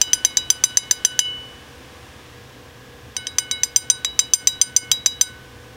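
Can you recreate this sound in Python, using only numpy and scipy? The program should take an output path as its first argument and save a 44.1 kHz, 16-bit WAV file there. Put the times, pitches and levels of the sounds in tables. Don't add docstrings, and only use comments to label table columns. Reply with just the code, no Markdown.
import sys
import numpy as np
from scipy import signal
from scipy.fft import rfft, irfft
from scipy.io import wavfile
from scipy.ndimage import uniform_filter1d, minimum_filter1d

SR = 44100
rng = np.random.default_rng(int(sys.argv[2]) if len(sys.argv) > 2 else 0)


def generate_wav(sig):
    pcm = np.round(np.clip(np.atleast_2d(sig).T, -1, 1) * 32767).astype(np.int16)
    wavfile.write(sys.argv[1], SR, pcm)


N = 254016
TIME = np.arange(N) / SR


def amp(db):
    return 10 ** (np.asarray(db) / 20)


def fade(t, t60):
    return np.exp(-np.log(1000) * t / t60)


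def curve_at(points, hz):
    corner_hz, value = np.transpose(points)
    return np.interp(np.log(hz + 1), np.log(corner_hz + 1), value)


def low_cut(hz, order):
    return signal.butter(order, hz, "high", fs=SR, output="sos")


def add(mix, start_s, sound):
    part = mix[round(start_s * SR):][:len(sound)]
    part += sound[:len(part)]


def noise(spectrum, size=N):
    gain = amp(curve_at(spectrum, np.fft.rfftfreq(size, 1 / SR)))
    coloured = irfft(rfft(rng.standard_normal(size)) * gain, size)
    return coloured / np.sqrt(np.mean(coloured ** 2) + 1e-20)


# (time [s], level [dB])
HISS_RIDE = [(0, -59), (1.5, -64), (2.1, -64), (2.5, -73), (5.7, -67)]

def hiss():
    band = noise([(2000, -25), (6000, -7), (9500, 10), (13000, -22)])
    return amp(np.interp(TIME, *np.transpose(HISS_RIDE))) * band


# (frequency [Hz], relative level [dB])
RUMBLE_SPECTRUM = [(20, -11.5), (42, -34), (57, 2), (75, 2), (87, 4), (105, -4.5), (130, 2), (155, -9.5),
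                   (300, -6.5), (600, -32)]
# (frequency [Hz], relative level [dB])
AIR_SPECTRUM = [(150, -12), (260, -1), (400, -3), (850, -6), (1100, -2.5), (1380, -8.5), (1700, -4.5),
                (2100, -8.5), (3400, -8), (4300, -14.5), (5500, -14), (7000, -19), (11000, -35),
                (15500, -44)]
# (time [s], level [dB])
AIR_RIDE = [(0, -44), (1.4, -45), (2.2, -45), (2.7, -47), (5.7, -47)]
# (frequency [Hz], centre rms level [dB])
FAN_TONES = [(118.4, -54.5), (258.4, -62.5), (425.3, -62.5), (479.1, -55), (511.4, -58), (769.8, -62.5),
             (1026, -66), (1540, -64), (1653, -61)]

def computer(rumble_db=-47, waver_hz=0.69, throb_db=2):
    out = amp(rumble_db) * noise(RUMBLE_SPECTRUM)
    out += amp(np.interp(TIME, *np.transpose(AIR_RIDE))) * noise(AIR_SPECTRUM)
    slow = [(4, 0), (40, -60), (200, -150)]
    for hz, db in FAN_TONES:
        drift, throb = noise(slow), noise(slow)
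        cycles = np.cumsum(hz + waver_hz * drift) / SR + rng.random()
        out += amp(db + throb_db * throb) * np.sqrt(2) * np.sin(2 * np.pi * cycles)
    return out


# (frequency [Hz], t60 [s])
ROOM_DECAY = [(200, 0.84), (2000, 0.25), (6000, 0.19), (15000, 0.2)]

def room(send, build_s=0.0034):
    hz, t, bands = signal.stft(rng.standard_normal(SR // 2), SR, nperseg=256)
    envelope = (1 - np.exp(-t / build_s)) * fade(t, curve_at(ROOM_DECAY, hz)[:, None])
    tail = signal.istft(bands * envelope, SR, nperseg=256)[1]
    return signal.fftconvolve(send, tail / np.linalg.norm(tail))[:N]


# (frequency [Hz], relative level [dB])
SPLASH_SPECTRUM = [(100, -31), (400, -5), (950, -16.5), (1300, -8), (2400, 1), (3300, 4.5), (4300, 1),
                   (5500, -27), (7000, 11), (8200, -21), (9600, 6), (11500, -32), (16000, -29)]

def rap_splash(force_db, level_db=-17, force_tracking=0.75, t60=0.053):
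    t = np.arange(SR // 5) / SR
    return amp(level_db + force_tracking * force_db) * noise(SPLASH_SPECTRUM, len(t)) * fade(t, t60)


# (frequency [Hz], relative level [dB])
CLICK_SPECTRUM = [(100, -66), (350, -17), (700, -30), (950, -12), (1250, -13.5), (1800, -3), (2550, -7),
                  (3200, 3.5), (4200, -7.5), (6800, -0.5), (8200, -9.5), (12000, -32), (16000, -27)]

def beak_click(hardness_db, gain_db=15, delay_at_3khz_s=0.000698, size=2048):
    hz = np.fft.fftfreq(size, 1 / SR)
    log_gain = np.log(amp(curve_at(CLICK_SPECTRUM, abs(hz))))
    minimum_phase = np.exp(np.conj(signal.hilbert(log_gain)))
    phase_lag = 4 * np.pi * delay_at_3khz_s * np.sign(hz) * np.sqrt(3000 * abs(hz))
    click = np.fft.ifft(minimum_phase * np.exp(-1j * phase_lag)).real
    return amp(gain_db + hardness_db) * click


# (dip position [timbre 0-1], dip spacing [same scale], gain in a dip [ratio], lift once moved [dB])
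TONE_PATTERNS = [(.15, 0.71, 0.07, -2.4), (0.45, 0.5, 0.28, 1.1), (0.038, 0.4495, 0.13, -9.5),
                 (0.536, .55, 0.071, 4.5), (0.86, 1.26, 0.85, -0.5), (0.76, 1.1, 0.77, 1),
                 (.87, 1.02, 0.15, 6), (.99, 1.33, 0.065, -10.5)]

def tone_balance_db(timbre, moved):
    dip, spacing, dip_gain, moved_db = np.transpose(TONE_PATTERNS)
    power = np.sin(np.pi * (timbre - dip) / spacing) ** 2 + dip_gain ** 2
    return 10 * np.log10(power) + moved * moved_db


MODE_HZ = [935, 1502, 2177, 2967, 3170, 3879, 4860, 4925, 6082, 7368, 7620, 8765, 10261, 10757, 11870,
           12670, 13050, 13585, 14380, 15400, 5565, 6070, 7374]
# (base level [dB], t60 [s], force tracking [dB/dB], twin detune [Hz])
MODE_VOICING = [(-38, 0.21, 0.5, 2), (-36, 1.9, 0.11, 1.56), (-37, 1.2, 0.039, 2.16),
                (-17.5, 0.75, 0.2, 0.35), (-4.5, 0.013, 0.59, 2.8), (-18, 0.27, 0.051, 0.59),
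                (-2.5, 0.02, 0.81, 4), (-18, 0.18, 0.52, 15), (6.5, .031, 0.85, 3), (-3.5, 0.042, 0.99, 4),
                (-13.5, 0.021, 0.93, 9.9), (-15, 0.11, 0.64, 23), (-12, 0.088, 0.84, 24),
                (-28.5, 0.071, 1, 5.5), (-30, 0.12, 0.91, 14), (-49, 0.1, 0.75, 7), (-37, 0.089, .4, 9),
                (-41, 0.066, 0.53, 17), (-26, 0.078, 0.85, 12), (-27, 0.053, 0.95, 10),
                (-14.5, 0.039, 0.59, 14), (-55, .22, .4, 14), (-30, 0.096, 0.16, 18)]
CHANGING_TONES = [1, 2, 3, 5, 8, 9, 11, 12]

def plate_ring(length_s, force_db, timbre, moved, vary_db=2.1, treble_vary_db=4.5, twin_gain=0.36):
    t = np.arange(round(length_s * SR)) / SR
    hz = np.array(MODE_HZ)
    base_db, t60, tracking, detune_hz = np.transpose(MODE_VOICING)
    level_db = base_db + tracking * force_db
    level_db[CHANGING_TONES] += tone_balance_db(timbre, moved)
    spread_db = np.where(hz > 10500, treble_vary_db, vary_db * (1 - tracking))
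    level_db += spread_db * rng.standard_normal(len(hz))
    polarity = rng.choice([-1, 1], len(hz))
    modes = np.sin(2 * np.pi * np.outer(hz, t))
    twins = np.sin(2 * np.pi * np.outer(hz + detune_hz, t))
    beating = (modes + twin_gain * twins) / (1 + twin_gain)
    return (polarity * amp(level_db)) @ (beating * fade(t, t60[:, None]))


# (time [s], force [dB], click hardness [dB], timbre [0-1])
RAP_CUES = [(0.0147, -1, 7, 1), (0.1322, -5.5, 2.5, .51), (0.249, -5.5, 3.5, .07), (0.3708, -8, 1, 0.97),
            (0.5023, -4, 5.5, .5), (0.6387, -1, 10, .45), (0.7714, -4, 5.5, .04), (0.9109, -6, 7, 0.03),
            (1.0495, -3.5, 7, .45), (1.1913, -2.5, 10, 0.62), (3.1663, -22, -32, 0.56),
            (3.2694, -27, -10.5, 0.03), (3.3844, -11, 1, 0.56), (3.5122, -18.5, -9.5, 0.62),
            (3.634, -12, -2, 0.01), (3.7613, -0.5, -5, 0.52), (3.9, -3, -8.5, 0.47),
            (4.0476, -17, -0.5, 0.87), (4.1915, -3.5, 4.5, 1), (4.3356, 2.5, -1.5, .53),
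            (4.4722, 0, 1.5, .96), (4.6144, -2, -8, .52), (4.7642, 0.5, 1, .53), (4.9154, -5.5, 5.5, 0.94),
            (5.0604, -1, 5, 0.91), (5.212, -3, -30, 0.51)]

def parrot_raps(plate_moved_s=2.5, radiates_above_hz=800):
    ring, clicks = np.zeros(N), np.zeros(N)
    ends = [cue[0] for cue in RAP_CUES[1:]] + [N / SR]
    for (start, force_db, hardness_db, timbre), end in zip(RAP_CUES, ends):
        add(ring, start, plate_ring(end - start, force_db, timbre, moved=start > plate_moved_s))
        add(clicks, start, beak_click(hardness_db))
        add(clicks, start, rap_splash(force_db))
    ring = signal.sosfilt(low_cut(radiates_above_hz, order=2), ring)
    return ring, clicks


def scene(ring_send_db=-25.5, treble_send_db=-15, click_send_db=-23):
    ring, clicks = parrot_raps()
    treble = signal.sosfilt(low_cut(9500, order=6), ring)
    send = amp(ring_send_db) * ring + amp(treble_send_db) * treble + amp(click_send_db) * clicks
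    return (ring + clicks + room(send) + computer() + hiss())[None]


def limiter(x, threshold_db=0, hold_s=0.047, release_db_per_s=260):
    power = abs(uniform_filter1d(x ** 2, size=40))
    over_db = np.maximum(10 * np.log10(power + 1e-12) - threshold_db, 0)
    half_hold = round(hold_s * SR / 2)
    held_db = -minimum_filter1d(-over_db, 2 * half_hold + 1, origin=half_hold, mode="constant")
    release_db = TIME * release_db_per_s
    duck_db = np.maximum.accumulate(held_db + release_db) - release_db
    return x * amp(-duck_db)


def record(dry, ceiling=0.74, knee=6, overload_above_hz=900, top_hz=15900):
    limited = limiter(dry[0])
    oversampled = signal.resample_poly(limited, 4, 1)
    rounded = oversampled / (1 + abs(oversampled / ceiling) ** knee) ** (1 / knee)
    crests = signal.resample_poly(oversampled - rounded, 1, 4)
    clipped = limited - signal.sosfiltfilt(low_cut(overload_above_hz, order=2), crests)
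    high_cut = signal.firwin(201, top_hz, window=("kaiser", 8), fs=SR)
    return signal.oaconvolve(clipped, high_cut, "same")[None]


dry = scene()
out = record(dry)
generate_wav(out)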